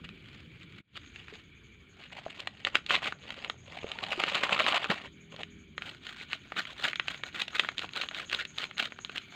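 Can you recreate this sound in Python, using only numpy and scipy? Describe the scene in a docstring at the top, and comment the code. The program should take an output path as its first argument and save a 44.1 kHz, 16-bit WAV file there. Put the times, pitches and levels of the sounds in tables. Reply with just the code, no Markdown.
"""Kitchen: a foil seasoning sachet is shaken and squeezed over a glass bowl of flour; salt is pinched from a plastic bag.
Film rustle is coloured grains and noise under stroke envelopes; creases tick as damped sines and snap as resonated pushes.
Bumps knock with one low decaying sine; the bowl adds four faint resonances, a near surface one echo and a short tail.
Behind: rumble and hiss of filtered noise, a faint cricket of chirped narrowband noise, a far engine of firing harmonics."""
import sys
import numpy as np
from scipy import signal
from scipy.fft import rfft, irfft, next_fast_len
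from scipy.io import wavfile
from scipy.ndimage import uniform_filter1d, map_coordinates

SR = 44100
rng = np.random.default_rng(int(sys.argv[2]) if len(sys.argv) > 2 else 0)


def transcribe(u):
    """Save the signal u as a 16-bit wav file named by the first command-line argument.

    u: samples, shape (n,) or (channels, n), limited to [-1, 1]; the rate is SR.
    q: integer samples, one column per channel.
    """
    v = np.clip(np.atleast_2d(u).T, -1, 1)
    q = np.round(v * 32767).astype(np.int16)
    wavfile.write(sys.argv[1], SR, q)


N = 412335
TIME_S = np.arange(N) / SR

# room background: t/s, rumble level/dB, hiss level/dB
ROOM_LEVELS = [(0, -51.5, -59), (.8, -52.5, -58), (1.7, -55, -56.5), (2.6, -52.5, -64), (5.5, -53.5, -56),
               (5.85, -53, -62), (6.3, -55, -55), (9.1, -53.5, -62), (9.22, -57, -50.5)]
# rumble spectrum: f/Hz, gain/dB
RUMBLE_COLOUR = [(20, -29), (62, -4), (90, -3), (170, -3.5), (260, -7), (420, -14), (600, -29.5),
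                 (1200, -44), (4000, -70)]
# hiss spectrum: f/Hz, gain/dB
HISS_COLOUR = [(750, -27), (1450, -9), (2000, -12), (2300, 2.5), (2700, -13.5), (3000, -5.5), (3480, -8),
               (3680, -13.5), (4650, -23.5), (5500, -46), (6700, -29), (8200, -40), (15500, -43)]
# far engine: t/s, firing rate/Hz, level/dB
ENGINE_RUN = [(0, 45.3, -74), (4.6, 38.5, -58.5), (5.5, 40.8, -51.5), (6.1, 34.8, -60.5), (9.35, 38.6, -58)]
# exhaust harmonics: multiple of firing rate/1, relative level/dB
EXHAUST_HARMONICS = [(4, 2.5), (5, 0.5), (6, -1), (7, -5.5), (8, -3), (10, -1.5)]
# faint stirring of the packet held in the fingers: t/s, level/dB
STIRRING_LEVEL = [(0, -67), (1.4, -59.5), (1.6, -77.5), (2.2, -60), (3.5, -66), (5.6, -78.5), (6.6, -59),
                  (9.35, -58.5)]
# flapping of the whole packet relative to its crackle, strong when it swings freely: t/s, level/dB
FLAPPING_LEVEL = [(1, -18.5), (2.2, -9), (3.05, -10), (3.35, -5), (4, -4), (4.3, -8.5), (4.6, -5.5),
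                  (5.4, -4.5), (6.15, -15.5), (6.6, -11.5), (9.35, -13)]
# strokes of the hand on the film: t/s, length/s (before limiting), level/dB
HAND_STROKES = [(.05, .012, -50.5), (.31, 0.077, -61.5), (.62, .025, -56), (.786, 0.0086, -52),
                (.969, 0.017, -43.5), (1.2, 0.064, -53.5), (1.339, 0.044, -47.5), (2.029, 0.052, -49.5),
                (2.129, 0.0087, -40), (2.185, 0.024, -42), (2.266, .07, -51.5), (2.398, 0.058, -47),
                (2.671, 0.015, -32.5), (2.761, 0.022, -32.5), (2.937, .05, -29), (3.063, 0.039, -30.5),
                (3.3, 0.15, -47), (3.39, .05, -48.5), (3.455, 0.033, -42), (5.06, .017, -41),
                (5.332, 0.022, -49.5), (5.396, 0.031, -46), (5.879, 0.079, -43.5), (6.083, 0.073, -45),
                (6.205, 0.049, -41.5), (6.33, 0.048, -41.5), (6.59, 0.026, -29), (6.7, 0.036, -42),
                (6.798, 0.03, -39), (6.858, 0.048, -31), (7.119, 0.086, -44), (7.276, 0.02, -41),
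                (7.358, .02, -34), (7.409, 0.031, -31), (7.559, .017, -33), (7.61, 0.087, -40),
                (7.825, 0.056, -44), (7.972, 0.018, -32.5), (8.026, 0.043, -37), (8.188, 0.06, -38.5),
                (8.331, 0.025, -34.5), (8.378, 0.068, -40.5), (8.62, 0.054, -37.5), (8.803, 0.026, -33),
                (8.847, 0.027, -33.5), (9.17, 0.021, -37)]
# film crackle spectrum, sachet: f/Hz, gain/dB
SACHET_COLOUR = [(500, -22.5), (1000, -12.5), (1400, -3.5), (2000, 1), (2900, 4.5), (3900, -4), (4700, -11),
                 (5600, -23.5), (7200, -19), (10000, -39), (15500, -42.5)]
# film crackle spectrum, salt bag: f/Hz, gain/dB
BAG_COLOUR = [(500, -44), (1000, -24), (1450, 0.5), (2000, -2.5), (3100, 1), (4050, -3.5), (4800, -14.5),
              (5500, -22.5), (7200, -19.5), (10000, -38.5), (15500, -38)]
# spectrum of the flapping packet: f/Hz, gain/dB
FLAP_COLOUR = [(30, -65), (150, -3.5), (400, -3.5), (580, 2), (850, 0), (1120, -3), (1500, -22.5),
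               (3000, -14), (6000, -57)]
# spectrum of buckling creases: f/Hz, gain/dB
CREASE_COLOUR = [(30, -23), (300, 8), (1000, -4), (3000, -0.5), (4000, -3), (4800, -15.5), (5600, -21.5),
                 (7000, -16.5), (10000, -32.5), (15500, -35)]
# modes of the glass bowl under the packets: f/Hz, Q/1, level/dB
BOWL_MODES = [(561, 13.4, -10.5), (1135, 34, -6.5), (1213, 13.3, -2), (1358, 13.5, -3.5)]
# pickup by the bowl, greatest while the sachet is lowered into it: t/s, gain/dB
BOWL_PICKUP = [(3.8, -2.5), (4.6, 2.5), (5.2, -1)]
# loudest creases that buckle: t/s, relative level/dB, ring f/Hz
CREASE_SNAPS = [(.0907, -37, 2500), (1.1605, -32.5, 2490), (1.283, -34.5, 1916), (2.4034, -28, 4230),
                (2.4735, -20, 2300), (2.65, -14, 2924), (2.671, -18, 1698), (2.7545, -7.5, 2510),
                (2.8641, -26.5, 4105), (2.907, -12.5, 1465), (2.9536, -12.5, 2735), (2.9634, -21.5, 3095),
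                (3.0211, -32.5, 1301), (3.1242, -24, 1486), (3.3054, -25, 2590), (3.4467, -23, 2560),
                (3.499, -19.5, 2280), (3.9173, -22, 2960), (3.988, -25, 1691), (4.0385, -21, 2933),
                (4.2379, -12.5, 2042), (4.3472, -18, 3115), (4.4356, -15.5, 1619), (4.494, -20, 1557),
                (4.6049, -16.5, 1224), (4.665, -14, 2446), (4.6885, -20.5, 2052), (4.724, -17, 2218),
                (4.7315, -21, 905), (4.8437, -19, 2334), (4.9034, -15, 1310), (4.9152, -21, 956),
                (5.3635, -35, 3450), (5.4335, -24, 3000), (5.7803, -22.5, 2130), (5.8217, -25, 2260),
                (6.3317, -17.5, 2690), (6.5213, -25.5, 1254), (6.6533, -28, 2323), (6.8485, -21.5, 2035),
                (6.9325, -21.5, 2110), (6.958, -22, 2920), (6.9978, -14.5, 1860), (7.083, -17.5, 2885),
                (7.145, -28, 1703), (7.2363, -21, 2140), (7.4195, -17, 4013), (7.4812, -25, 3376),
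                (7.5964, -8, 2647), (7.6477, -24, 1590), (7.6888, -17.5, 1840), (7.782, -19.5, 3680),
                (7.7931, -21, 3300), (7.8225, -25.5, 2170), (7.844, -27.5, 1000), (7.8914, -32.5, 3000),
                (7.9352, -30.5, 4030), (8.0363, -27, 1274), (8.0878, -24, 3163), (8.1124, -29.5, 1630),
                (8.147, -25, 3024), (8.2981, -26.5, 3400), (8.3475, -16.5, 3530), (8.452, -25.5, 3330),
                (8.584, -19.5, 3930), (8.641, -21.5, 3114), (8.7117, -31, 1693), (8.7815, -23, 4400),
                (8.9221, -30.5, 1495), (8.9892, -32, 1428), (9.0486, -23.5, 2950), (9.0962, -28, 1690),
                (9.1805, -20.5, 3940)]
# overall gain, with a brief dip: t/s, gain/dB
LEVEL_DIP = [(.805, -1), (.825, -31), (.925, -14.5), (.95, -4.5)]
# cricket: t/s, level/dB
CRICKET_LEVEL = [(.9, -87), (1.05, -66.5), (2.5, -74.5), (3.6, -63), (5.5, -71.5), (7.2, -62.5),
                 (9.35, -58)]
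# hollow knocks: t/s, level/dB, ring f/Hz, t60/s
HOLLOW_KNOCKS = [(1.325, -37.5, 427, 0.07), (2.264, -21, 658, 0.027), (3.844, -18, 466, 0.015),
                 (4.178, -28.5, 361, 0.11)]
# how hard the sachet is shaken empty: t/s, level/dB
SHAKING_LEVEL = [(3.62, -67.5), (3.7, -39.5), (3.92, -41), (4.1, -38.5), (4.28, -32.5), (4.62, -28),
                 (4.76, -30), (4.84, -36.5), (4.92, -33.5), (4.97, -37.5), (5.07, -41), (5.1, -69.5)]


def amp(db):
    """Decibels to gain."""
    return 10 ** (np.asarray(db) / 20)


def unit(x):
    """Scale to rms 1."""
    return x / np.sqrt(np.mean(x ** 2) + 1e-20)


def curves(rows):
    """Interpolate each column after the time to one value per sample."""
    time_s, *columns = np.transpose(rows)
    return [np.interp(TIME_S, time_s, column) for column in columns]


def wobble(rate_hz):
    """Smooth random curve through rate_hz knots a second."""
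    knots = rng.standard_normal(int(N * rate_hz / SR) + 4)
    return map_coordinates(np.clip(knots, -2, 2), [TIME_S * rate_hz])


def colour(x, points, size=4096):
    """Causal minimum-phase filter, gain interpolated over log frequency."""
    hz, db = np.transpose(points)
    log_hz = np.log(np.fft.rfftfreq(size, 1 / SR) + 1)
    log_gain = np.log(amp(np.interp(log_hz, np.log(hz), db)))
    # fold the cepstrum onto positive time
    cepstrum = irfft(log_gain)
    cepstrum[1:size // 2] *= 2
    cepstrum[size // 2 + 1:] = 0
    impulse = irfft(np.exp(rfft(cepstrum)))
    return signal.fftconvolve(x, impulse)[:len(x)]


def resonate(x, hz, q):
    """One damped resonance with unit gain at its peak."""
    f = np.fft.rfftfreq(len(x), 1 / SR)
    loss = 1j * f * hz / max(q, .2)
    return irfft(rfft(x) * loss / (hz * hz - f * f + loss), len(x))


def patchy(x, depth_db, patch_hz, patch_s, size=512):
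    """Patches of random gain in time and frequency: resonances that come and go."""
    hz, t, spectrum = signal.stft(x, SR, nperseg=size)
    rows, cols = np.meshgrid(hz / patch_hz, t / patch_s, indexing="ij")
    knots = rng.standard_normal((int(rows.max()) + 2, int(cols.max()) + 2))
    field = map_coordinates(knots, [rows, cols], order=1)
    spectrum = spectrum * amp(depth_db * unit(field))
    return unit(signal.istft(spectrum, SR, nperseg=size)[1][:N])


def background():
    """Wavering low rumble and fine hiss, both patchy filtered noise."""
    rumble_db, hiss_db = curves(ROOM_LEVELS)
    churn = patchy(rng.standard_normal(N), depth_db=2.5, patch_hz=35.06, patch_s=0.15, size=4096)
    air = patchy(rng.standard_normal(N), depth_db=2.45, patch_hz=482, patch_s=0.025)
    rumble = amp(rumble_db) * unit(colour(churn, RUMBLE_COLOUR))
    return rumble + amp(hiss_db) * unit(colour(air, HISS_COLOUR))


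def engine():
    """Low firing harmonics of a far exhaust, each wavering in phase on its way."""
    firing_hz, level_db = curves(ENGINE_RUN)
    phase_rad = 2 * np.pi * np.cumsum(firing_hz) / SR
    exhaust = np.zeros(N)
    for multiple, db in EXHAUST_HARMONICS:
        exhaust += amp(db) * np.sin(multiple * phase_rad + wobble(5.3))
    return amp(level_db) * unit(exhaust)


def effort(stir_db, stir_hz):
    """Strokes, shakes and stirring fingers drive the crackle; a share of it makes the packet flap."""
    held_db, = curves(STIRRING_LEVEL)
    flap_db, = curves(FLAPPING_LEVEL)
    stirring = amp(held_db + stir_db * wobble(stir_hz))
    crackle = np.sqrt(swells(HAND_STROKES) ** 2 + shaking() ** 2 + stirring ** 2)
    return crackle, amp(flap_db) * crackle


def grains(rate_hz, spread_db, rub):
    """Tiny buckles of random size and sign on a bed of sliding noise."""
    buckles = rng.random(N) < rate_hz / SR
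    size_db = spread_db * np.clip(rng.standard_normal(N), -2, 2)
    sign = np.sign(rng.standard_normal(N))
    return unit(buckles * sign * amp(size_db)) + rub * rng.standard_normal(N)


def tauten(body, flap, edge_hz, taut_db):
    """Film pulled harder is stiffer and loses its lowest flapping."""
    highpass = signal.butter(2, edge_hz, "highpass", fs=SR, output="sos")
    taut = unit(signal.sosfilt(highpass, body))
    share = flap ** 2 / (flap ** 2 + amp(taut_db) ** 2)
    return np.sqrt(1 - share) * body + np.sqrt(share) * taut


def rustle(crackle, flap, crackle_db, flap_db, flutter_db):
    """Dense crackle of sliding film over duller flapping of the packet; colour shifts as it bends."""
    bag_from_s = 5.6  # the sachet gives way to the salt bag
    slide = patchy(grains(rate_hz=2400, spread_db=7.5, rub=0.4),
                   depth_db=2.5, patch_hz=403.4, patch_s=.012, size=256)
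    sachet = unit(colour(slide, SACHET_COLOUR))
    bag = unit(colour(slide, BAG_COLOUR))
    film = np.where(TIME_S < bag_from_s, sachet, bag)
    bends = patchy(grains(rate_hz=800, spread_db=6.0, rub=0.52), depth_db=4.0, patch_hz=172.6, patch_s=.02)
    body = tauten(unit(colour(bends, FLAP_COLOUR)), flap, edge_hz=670, taut_db=-40)
    grip = unit(amp(flutter_db * wobble(160)))  # the film sticks and slips
    return grip * (amp(crackle_db) * crackle * film + amp(flap_db) * flap * body)


def ticks(crackle, level_db, spread_db, hz, cycles, bunching, count=620, size=256):
    """Small creases give way at random, each at its own pitch, harder and more often under strain."""
    t = np.arange(size) / SR
    strain = np.abs(uniform_filter1d(crackle, size=SR // 20))[:N - size]
    chance = np.cumsum(strain ** bunching)
    start = np.searchsorted(chance, chance[-1] * rng.random(count))
    strength, pitch = np.clip(rng.standard_normal((count, 2)), -1.6, 1.6).T
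    turns = hz * np.exp(.4 * pitch)[:, None] * t
    gain = strain[start] * amp(level_db + spread_db * strength)
    rings = gain[:, None] * np.sin(2 * np.pi * turns) * np.exp(-turns / cycles)
    places = start[:, None] + np.arange(size)
    return colour(np.bincount(places.ravel(), rings.ravel(), N), CREASE_COLOUR)


def bowl(x):
    """The bowl picks up the sound held over it and rings faintly in its modes."""
    pickup_db, = curves(BOWL_PICKUP)
    picked_up = amp(pickup_db) * x
    return x + sum(amp(db) * resonate(picked_up, hz, q) for hz, q, db in BOWL_MODES)


def kitchen(x, wall_s, wall_db, tail_db, t60_s):
    """One near surface echoes, over a short weak tail of decaying noise."""
    t = np.arange(SR // 3) / SR
    tail = rng.standard_normal(len(t)) * amp(-60 * t / t60_s) * (t > .002)
    answer = amp(tail_db) * tail / np.linalg.norm(tail)
    answer[round(wall_s * SR)] += amp(wall_db)
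    return x + signal.fftconvolve(x, answer)[:N]


def swells(rows):
    """Film strain under movements that swell and fade in the same rounded shape; powers add."""
    edge_db, squareness = -14.0, 1.9  # level one length from the peak; flatness of top, steepness of sides
    power = np.zeros(N)
    for peak_s, length_s, db in rows:
        near = slice(*np.searchsorted(TIME_S, [peak_s - .25, peak_s + .25]))
        age = np.abs(TIME_S[near] - peak_s) / np.clip(length_s, .008, .09)
        power[near] += amp(db + edge_db * age ** squareness) ** 2
    return np.sqrt(power)


def snaps(level_db, q, shiver, lead_t60_s, shiver_t60_s, size=2048):
    """A crease creaks, flips in one push, shivers for some milliseconds and rings its patch of film."""
    out = np.zeros(N + size)
    t = (np.arange(size) - size // 2) / SR
    envelope = amp(-60 * np.maximum(t / shiver_t60_s, -t / lead_t60_s))
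    for flip_s, db, hz in CREASE_SNAPS:
        push = shiver * rng.standard_normal(size) * envelope
        push[size // 2] += 1
        snap = colour(resonate(push, hz, q), CREASE_COLOUR)
        start = round(flip_s * SR) - size // 2
        out[start:][:size] += amp(db + level_db) * unit(snap)
    return out[:N]


def cricket(hz, width_hz, gap_s, chirp_s, uneven_db, count=130):
    """Uneven chirps of a narrow wing resonance, smeared by distance."""
    level_db, = curves(CRICKET_LEVEL)
    q = hz / width_hz
    wing = unit(resonate(resonate(rng.standard_normal(N), hz, q), hz, q))
    start_s = np.cumsum(gap_s * np.exp(.16 * rng.standard_normal(count)))
    strength = amp(uneven_db * rng.uniform(-1.1, 1, count))
    beats = np.bincount((start_s * SR).astype(int), strength, N)[:N]
    age = TIME_S[:SR // 2] / chirp_s
    chirps = signal.fftconvolve(beats, age ** 2 * np.exp(-2 * age))[:N]
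    return amp(level_db) * wing * unit(chirps)


def knocks(attack_s):
    """Soft bumps with one low, quickly damped mode."""
    out = np.zeros(N)
    t = np.arange(SR // 8) / SR
    for hit_s, db, hz, t60_s in HOLLOW_KNOCKS:
        envelope = amp(db - 60 * t / t60_s) * (1 - np.exp(-t / attack_s))
        out[round(hit_s * SR):][:len(t)] += envelope * np.sin(2 * np.pi * hz * t)
    return out


def shaking(count=12):
    """The wrist shakes about twelve times a second, a little faster each time; film slides in between."""
    first_s, gap_s, gap_ratio = 4.035, .0841, .9905  # first shake, first gap, each gap over the one before
    shake_s, shake_db, slide_db = 0.025, 2, -9.5  # levels relative to the shaking level
    level_db, = curves(SHAKING_LEVEL)
    gaps_s = gap_s * gap_ratio ** np.arange(count)
    peaks_s = first_s + np.cumsum(gaps_s) - gaps_s
    shakes = swells([(peak_s, shake_s, shake_db) for peak_s in peaks_s])
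    return amp(level_db) * np.hypot(shakes, amp(slide_db))


def scene():
    """Packets close by, the rest far behind; the level dips briefly and returns somewhat lower."""
    crackle, flap = effort(stir_db=3.5, stir_hz=18.0)
    packets = rustle(crackle, flap, crackle_db=4.0, flap_db=5.5, flutter_db=4.0)
    packets += ticks(crackle, level_db=10.5, spread_db=4.0, hz=2444, cycles=2.66, bunching=.35)
    packets += snaps(level_db=-14.5, q=1.46, shiver=0.1, lead_t60_s=0.0057, shiver_t60_s=0.017)
    packets += knocks(attack_s=0.000082)
    near = kitchen(bowl(packets), wall_s=.0048, wall_db=-20.5, tail_db=-15.5, t60_s=0.17)
    far = background() + engine()
    far += cricket(hz=6600, width_hz=540, gap_s=.085, chirp_s=0.028, uneven_db=6.5)
    dip_db, = curves(LEVEL_DIP)
    return (amp(dip_db) * (near + far))[None]


def record(dry):
    """Remove everything above the band limit."""
    top_hz = 15800
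    size = next_fast_len(N + SR // 2)
    keep = np.fft.rfftfreq(size, 1 / SR) < top_hz
    return irfft(rfft(dry, size) * keep, size)[..., :N]


dry = scene()
out = record(dry)
transcribe(out)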